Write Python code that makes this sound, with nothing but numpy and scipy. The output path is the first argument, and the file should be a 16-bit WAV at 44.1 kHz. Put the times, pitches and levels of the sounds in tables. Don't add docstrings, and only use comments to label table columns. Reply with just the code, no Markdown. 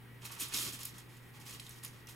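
import sys
import numpy as np
from scipy import signal
from scipy.fft import rfft, irfft, next_fast_len
from scipy.io import wavfile

SR = 44100
rng = np.random.default_rng(int(sys.argv[2]) if len(sys.argv) > 2 else 0)


def dump_mix(stems):
    frames = np.atleast_2d(stems).T
    limited = np.clip(frames, -1, 1)
    pcm = np.round(limited * 32767).astype(np.int16)
    wavfile.write(sys.argv[1], SR, pcm)


N = 94815
TIME = np.arange(N) / SR


def from_db(db):
    return 10 ** (np.asarray(db) / 20)


def rms_one(x):
    return x / np.sqrt(np.mean(x ** 2) + 1e-20)


def unit_energy(x):
    return x / np.sqrt(np.sum(x ** 2, axis=-1, keepdims=True) + 1e-20)


def gain_at(curve, hz):
    f, db = np.transpose(curve)
    return from_db(np.interp(np.log(hz + 1), np.log(f), db))


def shape(x, gain):
    size = 2 * next_fast_len(N // 2 + SR // 10)
    return irfft(rfft(x, size) * gain(np.fft.rfftfreq(size, 1 / SR)))[..., :N]


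def resonate(x, hz, width_hz):
    r = np.exp(-np.pi * width_hz / SR)
    feedback = [1, -2 * r * np.cos(2 * np.pi * hz / SR), r * r]
    return signal.lfilter(np.array([1, 0, -1]) * (1 - r * r) / 2, feedback, x + 1e-18)


def drift(rate_hz):
    return rms_one(shape(rng.standard_normal(N), lambda f: 1 / (1 + (f / rate_hz) ** 2)))


def dying(start, decay_s):
    return (TIME >= start) * np.exp(-np.maximum(TIME - start, 0) / decay_s)


def room_tone():
    # f/Hz, level/dB in a 1 Hz band
    air = [(20, -88), (42, -98), (60, -85), (90, -85), (150, -82.5), (220, -89), (390, -89.5), (500, -94),
           (630, -101), (850, -96), (1300, -97.5), (2200, -97), (3200, -103), (4500, -111), (6800, -115),
           (10000, -110), (13000, -109), (16000, -110)]
    # f/Hz, level/dB
    air_side = [(30, -10), (100, -7.5), (300, -3), (750, -13.5), (1200, -3.5), (2500, -6), (4500, -1.5),
                (10000, -4), (15000, -1)]
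    mid, side = shape(rng.standard_normal((2, N)), lambda f: gain_at(air, f) * np.sqrt(SR / 2))
    side = shape(side, lambda f: gain_at(air_side, f))
    return np.array([mid + side, mid - side])


def appliance(waver_hz=5):
    # f/Hz, level/dB, depth of waver
    tones = [(120.2, -57, 0.1), (235.6, -72.5, 0.9), (1882.3, -73, 0.52), (1940, -73, 0.6)]
    out = 0
    for hz, db, depth in tones:
        waver = 1 + depth * (drift(waver_hz) + 1j * drift(waver_hz))
        out = out + from_db(db) * rms_one(np.real(waver * np.exp(2j * np.pi * hz * TIME)))
    return out


def crinkle(bands=18, creases_per_s=1900, crease_q=3.75, release_s=0.024, spread_db=3, pan_db=3):
    # t/s, rise/s, hold/s, level/dB, tilt about 6 kHz/dB per octave
    pushes = [(0.199, 0.027, .018, -56, -5.5), (0.247, 0.0034, 0.0075, -46.5, -2.5),
              (0.284, 0.011, 0.034, -62.5, -9), (0.308, 0.0091, 0.0066, -48.5, 0.5),
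              (0.36, 0.0041, 0.0054, -60, -9), (0.369, 0.035, 0.025, -40, -0.4),
              (0.434, 0.0055, 0.012, -52, -5), (0.482, 0.017, 0.052, -54, -4.5),
              (0.513, 0.012, 0.0096, -45, -3.5), (0.532, 0.0056, 0.054, -37.5, -0.5),
              (0.595, 0.015, 0.023, -39.5, 0.3), (0.634, 0.013, 0.038, -42, -0.6),
              (0.72, 0.0048, 0.028, -49, -0.5), (0.788, 0.0025, .026, -48.5, -2),
              (0.843, 0.0049, 0.027, -51, -1.5), (0.936, .005, 0.051, -59.5, -4.5),
              (1.076, 0.017, 0.081, -66, -3), (1.214, 0.0091, 0.079, -71.5, 2.5),
              (1.328, 0.015, .025, -60.5, -4), (1.391, 0.0089, 0.021, -58, -1.5),
              (1.44, 0.024, 0.081, -51.5, -2.2), (1.603, .01, 0.063, -60.5, -1.5),
              (1.684, 0.01, 0.042, -59, -2), (1.75, 0.0095, .03, -60, -2.5),
              (1.825, 0.0059, 0.016, -52.5, -3), (1.92, 0.012, .07, -65.5, -4),
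              (2.077, 0.0096, 0.0086, -51, 0)]
    start, rise, hold, level_db, tilt_db = np.transpose(pushes)
    age = TIME[:, None] - start
    efforts = np.clip(age / rise, 0, 1) ** 2 * np.exp(-np.maximum(age - rise - hold, 0) / release_s)
    sizes = rms_one(from_db(spread_db * np.minimum(rng.exponential(1, N), 3)))
    sizes *= rng.choice([-1, 1], N)
    sides = from_db(pan_db * rng.uniform(-1.15, 1, N) * [[1], [-1]])
    pitches = np.linspace(np.sqrt(900), np.sqrt(15500), bands) ** 2
    chance = creases_per_s / bands / SR
    out = 0
    for hz in pitches:
        buckles = rng.random(N) < chance
        push_gains = from_db(level_db + tilt_db * np.log2(hz / 6000))
        effort = np.sqrt(efforts[buckles] ** 2 @ push_gains ** 2)
        clicks = np.zeros((2, N))
        clicks[:, buckles] = effort * sizes[buckles] * sides[:, buckles]
        width_hz, power_share = hz / crease_q, hz / pitches.sum()
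        out = out + resonate(clicks, hz, width_hz) * np.sqrt(power_share * SR / (np.pi * width_hz * chance))
    return out


def tub(bump_decay_s=0.023, side_db=-7):
    # t/s, level/dB
    bumps = [(0.23, -56.5), (0.394, -56), (0.416, -50.5), (0.541, -47), (0.581, -49.5), (0.622, -51),
             (.652, -50), (0.672, -50), (0.732, -55), (0.801, -53), (0.929, -59), (1.393, -67),
             (1.504, -59), (1.541, -57), (1.589, -64), (1.834, -59)]
    # f/Hz, level/dB, t60/s
    modes = [(73.4, -5.5, .12), (179, -2.5, 0.043), (231, -1.5, 0.048), (292.6, -1, 0.082),
             (364, -3.5, 0.039), (454, -9, 0.034)]
    force = sum(from_db(db) * dying(start, bump_decay_s) for start, db in bumps)
    rumble = 0
    for hz, db, t60 in modes:
        width_hz = np.log(1000) / np.pi / t60
        ring = resonate(force * rng.standard_normal((2, N)), hz, width_hz)
        rumble = rumble + from_db(db) * ring * np.sqrt(SR / np.pi / width_hz)
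    mid, side = rumble / 2
    return mid + from_db(side_db) * side * [[1], [-1]]


def snaps(spot, spots, ring_q=3, reference_s=0.0015):
    # t/s, level/dB, ring f/Hz, ring level/dB, decay/s
    creases = [(0.2456, -49, 9000, 3, .002), (.253, -38, 12000, -10, 0.007), (0.306, -56, 8000, 2, .0015),
               (0.319, -43.5, 8140, -9, 0.0043), (.3512, -47, 10000, -10, .0015),
               (0.3999, -37, 11800, 12, 0.0021), (.408, -35, 9200, 0, 0.0011),
               (0.4114, -34, 10300, 16, 0.006), (.4845, -42.5, 11000, 5, 0.0056),
               (0.5371, -38, 5700, 21, 0.0064), (0.544, -31.5, 5100, 18, 0.0047),
               (.5715, -41, 3560, 2, 0.0027), (.5845, -33.5, 3460, 8, 0.0015),
               (0.6142, -39, 9400, 10, 0.0018), (0.69, -47, 6460, 3, 0.0024), (0.732, -43, 9100, -3, .004),
               (.745, -42, 6900, -12, 0.0044), (0.8318, -36.5, 11400, -20, 0.0026),
               (0.8517, -34, 12700, 7, 0.0026), (0.8542, -36, 12800, 8, .002),
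               (.982, -43.5, 9150, -8, 0.0075), (1, -51, 8100, -5, 0.0036),
               (1.1677, -53.5, 7000, -22, 0.0069), (1.4625, -51, 2800, -2, .003),
               (1.4955, -46, 6500, -4, .002), (1.5085, -48, 3200, 0, 0.0018),
               (1.548, -46.5, 3250, 5, 0.0057), (1.5973, -42.5, 2940, 6, 0.0013),
               (1.599, -43, 9200, 7, 0.0052), (1.6654, -46, 3600, 2, 0.0033), (1.694, -43, 10900, 1, .002),
               (1.7078, -50, 5900, 6, 0.0042), (1.8356, -40.5, 10400, 12, 0.0027),
               (1.8482, -34.5, 11100, -4, 0.0025), (1.849, -50, 3000, 0, 0.0032),
               (1.861, -46, 6500, 2, 0.0017), (1.879, -50.5, 6900, 3, 0.0018), (2.071, -47, 5740, 1, .0015),
               (2.076, -51.5, 2400, 13, 0.0055)]
    out = 0
    for start, db, hz, ring_db, decay_s in creases[spot::spots]:
        crack = rng.standard_normal(N) * dying(start, decay_s)
        low_cut = signal.butter(1, 0.39 * hz, "high", fs=SR)
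        crack = signal.lfilter(*low_cut, crack + 1e-18)
        snap = crack + 2 * from_db(ring_db) * resonate(crack, hz, hz / ring_q)
        out = out + from_db(db) * unit_energy(snap) * np.sqrt(reference_s * SR)
    return out


def floor_scuff(peak_s=1.43, swell_s=0.053, level_db=-66.5):
    friction = rms_one(resonate(rng.standard_normal(N), hz=840, width_hz=76))
    return from_db(level_db) * friction * np.exp(-((TIME - peak_s) / swell_s) ** 2)


def room(x, direct_db=-1, near_db=-2, tail_db=-6, near_t60_s=0.043, tail_t60_s=0.46, treble_t60_s=0.22):
    near = unit_energy(rng.standard_normal((2, N)) * dying(0.0004, near_t60_s / np.log(1000)))
    white = rng.standard_normal((2, N))
    low = shape(white, lambda f: 1 / (1 + (f / 6000) ** 4))
    low_tail = low * dying(0.007, tail_t60_s / np.log(1000))
    treble_tail = (white - low) * dying(0.011, treble_t60_s / np.log(1000))
    reflections = from_db(near_db) * near + from_db(tail_db) * unit_energy(low_tail + treble_tail)
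    right = shape(x[1], lambda f: np.exp(-2j * np.pi * f * 8e-6))
    direct = from_db(direct_db) * np.array([x[0], right])
    return direct + signal.fftconvolve(x, reflections, axes=1)[:, :N]


def scene(spots=4, right_db=1.23, hollow_db=-4):
    # f/Hz, level/dB
    colour = [(150, -19), (450, 4), (780, -9.5), (1200, -0.5), (1600, -3.5), (2200, -0.5), (2800, 2.5),
              (3400, 2.5), (4300, 0.5), (7000, 2), (8300, 0.5), (10500, 0.5), (13000, -1), (16000, -7)]
    foil = sum(room(crinkle() / np.sqrt(spots) + snaps(spot, spots)) for spot in range(spots))
    foil = shape(foil, lambda f: gain_at(colour, f)) * from_db([[-right_db], [right_db]])
    hollow_ring = from_db(hollow_db) * resonate(foil, hz=1130, width_hz=130)
    return foil + hollow_ring + tub() + floor_scuff() + room_tone() + appliance()


def record(dry, cutoff_hz=15800):
    # f/Hz, level/dB
    width = [(1000, 0), (4600, 1.5), (6000, -7), (6700, -25), (7300, -17), (8000, -14), (8800, -3),
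             (13000, -1)]
    mid = (dry[0] + dry[1]) / 2
    side = shape((dry[0] - dry[1]) / 2, lambda f: gain_at(width, f))
    return shape(np.array([mid + side, mid - side]), lambda f: 1 / np.sqrt(1 + (f / cutoff_hz) ** 300))


dry = scene()
out = record(dry)
dump_mix(out)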